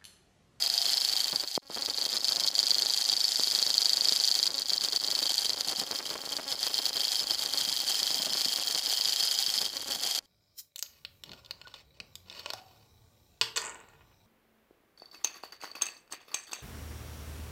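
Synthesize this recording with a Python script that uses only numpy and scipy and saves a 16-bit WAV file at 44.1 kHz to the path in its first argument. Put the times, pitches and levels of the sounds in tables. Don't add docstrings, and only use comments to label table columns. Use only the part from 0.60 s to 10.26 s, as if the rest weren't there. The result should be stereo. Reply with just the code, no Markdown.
import sys
import numpy as np
from scipy import signal
from scipy.io import wavfile
from scipy.ndimage import uniform_filter1d

SR = 44100
rng = np.random.default_rng(int(sys.argv[2]) if len(sys.argv) > 2 else 0)


def wrap_up_sound(samples):
    columns = np.atleast_2d(samples).T
    tamed = np.clip(columns, -1, 1)
    steps = np.round(tamed * 32767).astype(np.int16)
    wavfile.write(sys.argv[1], SR, steps)


N = 426006
T = np.arange(N) / SR

# low ring/dB, main ring/dB, upper rings/dB, top whistle/dB
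VIEW_TABLE = [(0.0, -43, 4, 11, 1, -15), (.7, -44, 2, 11, 1, -13), (1.2, -48, 2, 13, 3, -12),
              (1.55, -45, 1, 13, 4, -14), (2.0, -45, 3, 14, 6, -13), (2.6, -44, 1, 12, 4, -16),
              (3.7, -44, 2, 14, 6, -14), (4.45, -45.5, 4, 13, 4, -11), (4.8, -45, 3, 11, 3, -14),
              (5.2, -43, 3, 10, 3, -14), (5.4, -48, 3, 9, 2, -12), (5.75, -49, 4, 9, 2, -11),
              (6.05, -43, 5, 10, 1, -13), (7.0, -43.5, 5, 9, 1, -12), (8.2, -43, 5.5, 8, 2, -11),
              (9.0, -43.5, 5.5, 9, 1, -12), (9.3, -43, 4, 6, 1, -13), (9.66, -43, 4, 6, 1, -14)]

# t/s of first tick, number of ticks (minus: jumps downward), first jump level/dB, dip depth/dB
TICK_TRAINS = [(.7476, -5, -23, 4), (.7999, 4, -25, 6), (.862, -3, -34, 9), (1.0266, 6, -38, 0),
               (1.0521, -12, -38, 0), (1.1337, -7, -32, 0), (1.1946, -6, -20, 6), (1.2478, 7, -29, 3),
               (1.3091, -4, -21, 3), (1.3504, 5, -29, 7), (1.4254, -3, -22, 4), (1.497, -5, -31, 6),
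               (1.6257, 4, -23, 9), (1.6795, -4, -25, 1), (1.7439, 4, -24, 2), (1.7987, -3, -26, 4),
               (1.8631, 4, -23, 2), (1.9327, -4, -23, 10), (2.0469, -3, -24, 1), (2.271, 3, -26, 1),
               (2.4718, -3, -28, 2), (3.0009, -3, -27, 1), (3.0906, -4, -26, 1), (3.1841, 4, -30, 1),
               (3.3963, -4, -25, 1), (3.4394, 3, -25, 2), (3.5273, 6, -30, 1), (3.8227, -2, -24, 3),
               (3.9202, -3, -23, 10), (3.9466, 8, -22, 8), (3.9876, 3, -24, 5), (4.0503, -5, -27, 13),
               (4.1567, -3, -23, 4), (4.2053, 4, -30, 9), (4.2626, -3, -25, 1), (4.3115, 4, -29, 7),
               (4.359, -3, -25, 2), (4.41, -2, -27, 8), (4.4506, -5, -24, 3), (4.5026, 4, -27, 2),
               (4.5925, 4, -25, 1), (4.6714, 3, -25, 3), (4.965, 2, -28, 9), (4.9869, 4, -23, 7),
               (5.0489, -4, -27, 11), (5.1546, -3, -26, 11), (5.1802, -5, -28, 0), (5.2548, 4, -30, 10),
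               (5.2892, 6, -26, 9), (5.3466, 5, -20, 5), (5.4282, -4, -24, 10), (5.4637, 4, -26, 4),
               (5.5734, -3, -27, 9), (5.6042, 6, -25, 8), (5.6479, 4, -23, 7), (5.6933, -5, -27, 6),
               (5.7348, -4, -21, 2), (5.7722, 3, -25, 1), (5.8105, -2, -26, 10), (5.8648, 14, -22, 10),
               (5.9802, -3, -25, 11), (6.0066, 5, -32, 3), (6.1163, -2, -24, 9), (6.1875, -3, -22, 1),
               (6.2309, 4, -23, 8), (6.3245, -4, -26, 9), (6.3967, 5, -22, 3), (6.4497, -3, -28, 1),
               (6.6655, 6, -27, 10), (6.7834, 2, -27, 6), (6.8879, 5, -24, 4), (6.9184, -4, -29, 5),
               (6.9598, 7, -23, 2), (7.265, -2, -27, 6), (7.4446, -3, -27, 1), (7.5124, 3, -28, 1),
               (7.699, 3, -25, 5), (7.774, 4, -22, 1), (8.0152, -4, -24, 3), (8.0597, 2, -27, 5),
               (8.2326, -5, -34, 6), (9.049, 3, -23, 2), (9.1, 2, -30, 10), (9.1359, -2, -22, 12),
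               (9.1578, -7, -22, 2), (9.21, 2, -30, 10), (9.2598, 5, -23, 12), (9.3016, 7, -19, 6),
               (9.39, 3, -27, 10), (9.4159, -5, -25, 4), (9.626, 10, -45, 0)]
TICK_GAP_S = 160.5 / 44100


def undb(db):
    return 10 ** (np.asarray(db) / 20)


def unit(x):
    return x / np.sqrt(np.mean(x ** 2))


def ring(x, hz, width):
    return signal.lfilter(*signal.iirpeak(hz, hz / width, SR), x)


def ring_twice(x, hz, width):
    return ring(ring(x, hz, width), hz, width)


def lowpass(x, order, hz):
    return signal.sosfilt(signal.butter(order, hz, fs=SR, output="sos"), x)


def bass_cut(x, hz):
    return signal.lfilter(*signal.butter(2, hz, "high", fs=SR), x)


def curves(table):
    s, *columns = np.transpose(table)
    return [np.interp(T, s, column) for column in columns]


def walk(rate):
    hold = int(SR / rate)
    levels = np.repeat(rng.standard_normal(N // hold + 1), hold)
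    return unit(uniform_filter1d(levels, hold)[:N])


def left_open():
    mute_spans = [(.876, 1.02), (9.508, 9.578)]
    return 1 - sum((T > start) & (T < end) for start, end in mute_spans)


def dips():
    # rest from t/s, to t/s, depth/dB
    sudden_drops = [(.885, .93, 6.), (.985, 1.025, 33.), (9.598, 9.63, 36.)]
    fall_s, sudden_fall_s = .02, .008
    rest_s, lead_s = .012, .008
    recover_db_per_s = 230.
    rows = [(s - lead_s - rest_s, s - lead_s, db, fall_s) for s, _, _, db in TICK_TRAINS]
    rows += [(*row, sudden_fall_s) for row in sudden_drops]
    down_db = np.zeros(N)
    for start, end, db, fall in rows:
        db = max(db, 0)
        corners = [start - fall, start, end, end + db / recover_db_per_s]
        down_db = np.maximum(down_db, np.interp(T, corners, [0, db, db, 0]))
    return undb(-down_db)


def hand_rumble():
    sides = []
    for db in (-66, -77):
        noise = unit(ring(rng.standard_normal(N), 50, 90))
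        sides.append(noise * undb(db + 3 * walk(5.)))
    return np.array(sides)


def pops():
    # t/s, push length/s, left peak level/dB, right peak level/dB
    pop_table = [(.9772, .0009, -14., -24.), (1.1005, .0009, -26., -45.), (2.7962, .0007, -22., -30.),
                 (2.873, .0005, -25., -38.), (2.984, .0004, -24., -40.), (3.0655, .0005, -26., -40.),
                 (3.104, .0005, -27., -40.), (3.380, .0003, -21., -40.), (3.5195, .0007, -26., -36.),
                 (5.402, .0003, -22., -40.), (5.4045, .0003, -22., -40.), (5.4077, .0003, -22., -40.),
                 (7.8595, .002, -36., -46.), (8.463, .003, -47., -60.), (8.63, .003, -41., -55.),
                 (8.882, .003, -43., -57.), (8.978, .003, -44., -58.)]
    out = np.zeros((2, N))
    age = np.arange(SR // 20) / SR
    for s, length, left_db, right_db in pop_table:
        push = np.sin(np.pi * np.clip(age / length, 0, 1))
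        pop = bass_cut(push, 250)
        first = int(s * SR)
        out[:, first:first + len(age)] += np.outer(undb([left_db, right_db]), pop / pop.max())
    return out


def puffs(rise_s=.008):
    # t/s, envelope peak/dB (before the gains of the two noise bands)
    puff_table = [(0.725, -46), (5.075, -49), (5.181, -46), (5.214, -43), (7.017, -47), (7.074, -45),
                  (7.109, -45), (7.499, -47), (7.554, -45), (7.593, -44), (7.657, -43), (7.707, -46),
                  (7.857, -45), (9.348, -46)]
    shape = np.zeros(N)
    for s, db in puff_table:
        span = slice(int(s * SR), int(s * SR) + SR // 8)
        age = np.clip((T[span] - s) / rise_s, 0, None)
        shape[span] += undb(db) * age * np.exp(1 - age)
    air = rng.standard_normal(N)
    gust = undb(3) * unit(ring_twice(air, 220, 180))
    rustle = undb(4) * unit(ring_twice(air, 680, 500))
    return shape * (gust + rustle)


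def muffled():
    # f/Hz, width/Hz, relative level/dB
    port_rings = [(520, 160, -4), (1000, 300, 0), (1950, 260, -1), (3000, 900, -3), (230, 120, -20)]
    rush = undb(2.5 * walk(120.)) * rng.standard_normal(N)
    dull = np.zeros(N)
    for k, (hz, width, db) in enumerate(port_rings):
        dull += (-1) ** k * undb(db) * unit(ring(rush, hz, width))
    return unit(lowpass(dull, 8, 3700)) + undb(-14) * rush


def train_jumps():
    fade_db = 7.
    jumps = np.zeros(N)
    for s, count, first_db, _ in TICK_TRAINS:
        n = abs(round(count))
        at = np.round((s + TICK_GAP_S * np.arange(n)) * SR).astype(int)
        heights = np.sign(count) * undb(first_db - np.linspace(0, fade_db, n))
        jumps[at[at < N]] += heights[at < N]
    return jumps


def crackle_jumps():
    # t/s, cluster length/s, number of ticks (minus: jumps downward), typical jump level/dB
    crackle_table = [(.253, .026, -3, -23), (.7276, .0145, 4, -19), (.8348, .0069, 4, -18),
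                     (1.1632, .0129, 3, -17), (1.2817, .007, 3, -18), (1.3835, .0024, 2, -19),
                     (1.4189, .0465, -2, -21), (1.5329, .0138, 2, -22), (1.5571, .014, -3, -21),
                     (1.7112, .0151, -4, -20), (1.7698, .0137, 3, -21), (1.8294, .017, -2, -20),
                     (2.0299, .0059, 2, -21), (2.1224, 0, 1, -20), (2.165, .07, -5, -21),
                     (2.2579, .0015, -2, -19), (2.4907, .0041, -2, -20), (2.5284, 0, 1, -18),
                     (2.7967, 0, 1, -19), (2.9334, .0084, 2, -22), (3.3746, 0, 1, -19),
                     (3.4213, 0, -1, -21), (3.52, .004, 2, -20), (3.7959, .0038, 2, -20),
                     (3.8882, .0182, -4, -22), (4.1184, .0051, 2, -17), (4.2423, .0075, 2, -21),
                     (4.2789, .0036, -2, -22), (4.3402, .0027, 2, -20), (4.3752, 0, -1, -20),
                     (4.43, 0, 1, -19), (4.4873, 0, -1, -20), (4.5262, 0, 1, -19), (4.5687, .003, -2, -21),
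                     (4.6208, .0098, 3, -19), (4.652, .0093, -4, -21), (4.7061, 0, 1, -20),
                     (4.8515, .0046, 2, -20), (4.8937, .0097, -2, -18), (4.9443, .002, 2, -20),
                     (4.9741, 0, -1, -17), (5.0073, .0036, 3, -21), (5.1197, .0158, 6, -20),
                     (5.2151, .004, 2, -17), (5.2328, .0036, -2, -20), (5.2742, 0, -1, -21),
                     (5.31, .0199, -3, -15), (5.5071, .0074, 3, -20), (5.5357, .0036, -2, -21),
                     (5.5546, .0066, 5, -17), (5.59, .085, -3, -19), (5.7131, .0138, 2, -18),
                     (5.7865, .014, 6, -18), (5.9236, .0062, 3, -22), (6.0665, .0087, 4, -20),
                     (6.1024, .0073, -3, -23), (6.1888, .0122, -4, -19), (6.3042, .0043, 2, -20),
                     (6.3665, .0109, -3, -19), (6.6415, .0036, -2, -23), (6.7055, .0128, 3, -18),
                     (6.8511, .0155, -2, -18), (6.9432, .0037, -2, -18), (7.2336, .0036, -2, -22),
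                     (7.4211, .0052, 2, -20), (7.5053, 0, -1, -18), (7.5493, 0, 1, -19),
                     (7.6695, .0109, -3, -19), (7.7515, .0051, -2, -16), (7.8116, .0036, 2, -22),
                     (7.9845, .0036, 2, -18), (8.0035, 0, 1, -20), (8.1442, .0184, -3, -18),
                     (8.3991, 0, 1, -20), (9.0133, .0157, -3, -18), (9.2807, .0143, -3, -20),
                     (9.4429, .0188, -4, -23)]
    spread_db, uneven = 1.5, .6
    jumps = np.zeros(N)
    for s, length, count, db in crackle_table:
        n = abs(round(count))
        strength, drift = rng.standard_normal((2, n))
        stray = uneven / n * np.tanh(drift) * np.sin(np.linspace(0, np.pi, n))
        at = np.round((s + length * (np.linspace(0, 1, n) + stray)) * SR).astype(int)
        jumps[at] += np.sign(count) * undb(db + spread_db * strength)
    return jumps


def faint_jumps(trains, crackles, gain):
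    top_db, share, calm_per_s = -21.5, 2.4, 2.
    busy = uniform_filter1d(1. * (trains + crackles != 0), size=SR // 5)
    between = uniform_filter1d(1. * (trains != 0), size=int(2 * TICK_GAP_S * SR)) < 1e-6
    happens = rng.random(N) < share * busy + calm_per_s / SR
    height = (2 * rng.random(N) - 1) * undb(top_db)
    return happens * height * gain * between


def ticks(gain):
    trains, crackles = train_jumps(), crackle_jumps()
    lone = crackles + faint_jumps(trains, crackles, gain)
    jumps = trains + signal.lfilter([.65], [1, -.35], lone)
    return bass_cut(np.cumsum(jumps), 520)


def through_body(right):
    level_db, top_hz, lag_s = -14., 2600., .00039
    return undb(level_db) * lowpass(np.roll(right, int(lag_s * SR)), 6, top_hz)


def view_gains():
    return [np.ones(N)] + [undb(db) for db in curves(VIEW_TABLE)[1:]]


def whistles(view):
    # f/Hz, width/Hz, level/dB before the view, column of the view, flickers a second
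    whistle_table = [(688, 6, -17, 0, 2), (5017, 6, -2.5, 0, 4), (5124, 5, -3.5, 0, 4),
                     (5224, 5, -4.5, 0, 4), (5329, 4, -6, 0, 4), (14876, 24, -4, 4, 25),
                     (15035, 18, -8, 4, 25), (15115, 22, -2.5, 4, 25), (15272, 24, -4, 4, 25)]
    out = np.zeros(N)
    for hz, width, db, column, rate in whistle_table:
        flicker = undb(3.5 * walk(rate))
        tone = unit(ring(rng.standard_normal(N), hz, width) * flicker)
        out += tone * undb(db) * view[int(column)]
    return out


def knock(turns, place, spread, spread_db, contact_s, blow_db):
    whole = np.arange(np.ceil(turns[0]), turns[-1])
    stray, strength = rng.standard_normal((2, len(whole)))
    at = np.searchsorted(turns, whole + place + spread * stray)
    starts = np.bincount(at, undb(spread_db * strength), N + 1)[:N]
    keep = np.exp(-1 / (contact_s * SR))
    swell = signal.lfilter([3 * (1 - keep)], [1, -2 * keep, keep ** 2], starts)
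    return unit(swell * rng.standard_normal(N) + undb(blow_db) * starts)


def linkage():
    # t/s, lag behind a steady shaft/turns
    shaft_lag = [(0.0, .611), (.59, .829), (.82, .929), (1.05, .993), (1.51, 1.067), (2.19, 1.214),
                 (2.65, 1.254), (3.11, 1.323), (3.34, 1.327), (4.03, 1.317), (4.26, 1.304), (4.48, 1.267),
                 (4.94, 1.245), (5.63, 1.15), (6.55, .782), (7.23, .71), (7.69, .643), (7.92, .583),
                 (8.61, .287), (8.84, .235), (9.06, .217), (9.66, .203)]
    knock_table = [(-.012, .003, 1.3, .0007, 24), (.175, .004, 2., .0012, 21), (.36, .006, 3., .0006, 8),
                   (.69, .015, 3., .0016, 6)]
    turn_hz = 26.2
    turns = turn_hz * T - curves(shaft_lag)[0]
    rubbing = undb(3.3 * walk(150.)) * rng.standard_normal(N)
    return np.array([knock(turns, *row) for row in knock_table] + [unit(rubbing) * undb(12)])


def frame(forces, view):
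    frame_modes = [(400, 400, -16, 0, -3, -3, -6, -3, -6), (775, 110, -8.5, 0, -9, -2, -6, 0, -11),
                   (1250, 900, -13.5, 0, -3, -6, -6, -5, -8), (2550, 1300, -5, 0, -2, -6, -6, -5, -9),
                   (3200, 170, -.5, 1, -9, -2, -8, 0, -14), (3800, 900, -9, 2, 0, -3, -16, -10, -16),
                   (4560, 400, 2, 2, 0, -1.5, -18, -12, -20), (5150, 500, -2, 3, 0, -4, -12, -8, -13),
                   (5880, 260, -3.5, 3, 0, -8, -10, -6, -14), (6700, 1300, 0, 3, -2, -14, -8, -4, -12),
                   (9800, 3500, -4.5, 0, -5, -12, -3, -4, -10), (12700, 2400, -4, 0, -3, -12, -3, -4, -10)]
    out = np.zeros(N)
    for k, (hz, width, db, column, *drive_db) in enumerate(frame_modes):
        seen = view[int(column)]
        knocks = undb(drive_db[:-1]) @ forces[:-1] * (seen / seen.mean()) ** 1.25
        force = knocks + undb(drive_db[-1]) * forces[-1]
        mode = unit(ring_twice(force, hz, 1.5 * width))
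        out += (-1) ** k * mode * undb(db) * np.sqrt(np.mean(seen ** 2))
    return out


def engine():
    view = view_gains()
    return frame(linkage(), view) + whistles(view)


def scene():
    right_db, left_db = 6., -5.
    dip = dips()
    gain = undb(curves(VIEW_TABLE)[0]) * dip
    heard = left_open()
    right = engine() * gain * undb(right_db)
    rush = muffled() * gain * undb(left_db)
    left = heard * (rush + through_body(right) + puffs())
    left = left + ticks(np.sqrt(dip) * heard)
    return np.array([left, right]) + hand_rumble() * heard + pops()


def record(dry):
    top_hz = 15550
    top_cut = signal.ellip(8, .2, 70, top_hz, fs=SR, output="sos")
    return signal.sosfilt(top_cut, np.clip(dry, -.85, .85))


dry = scene()
out = record(dry)
wrap_up_sound(out)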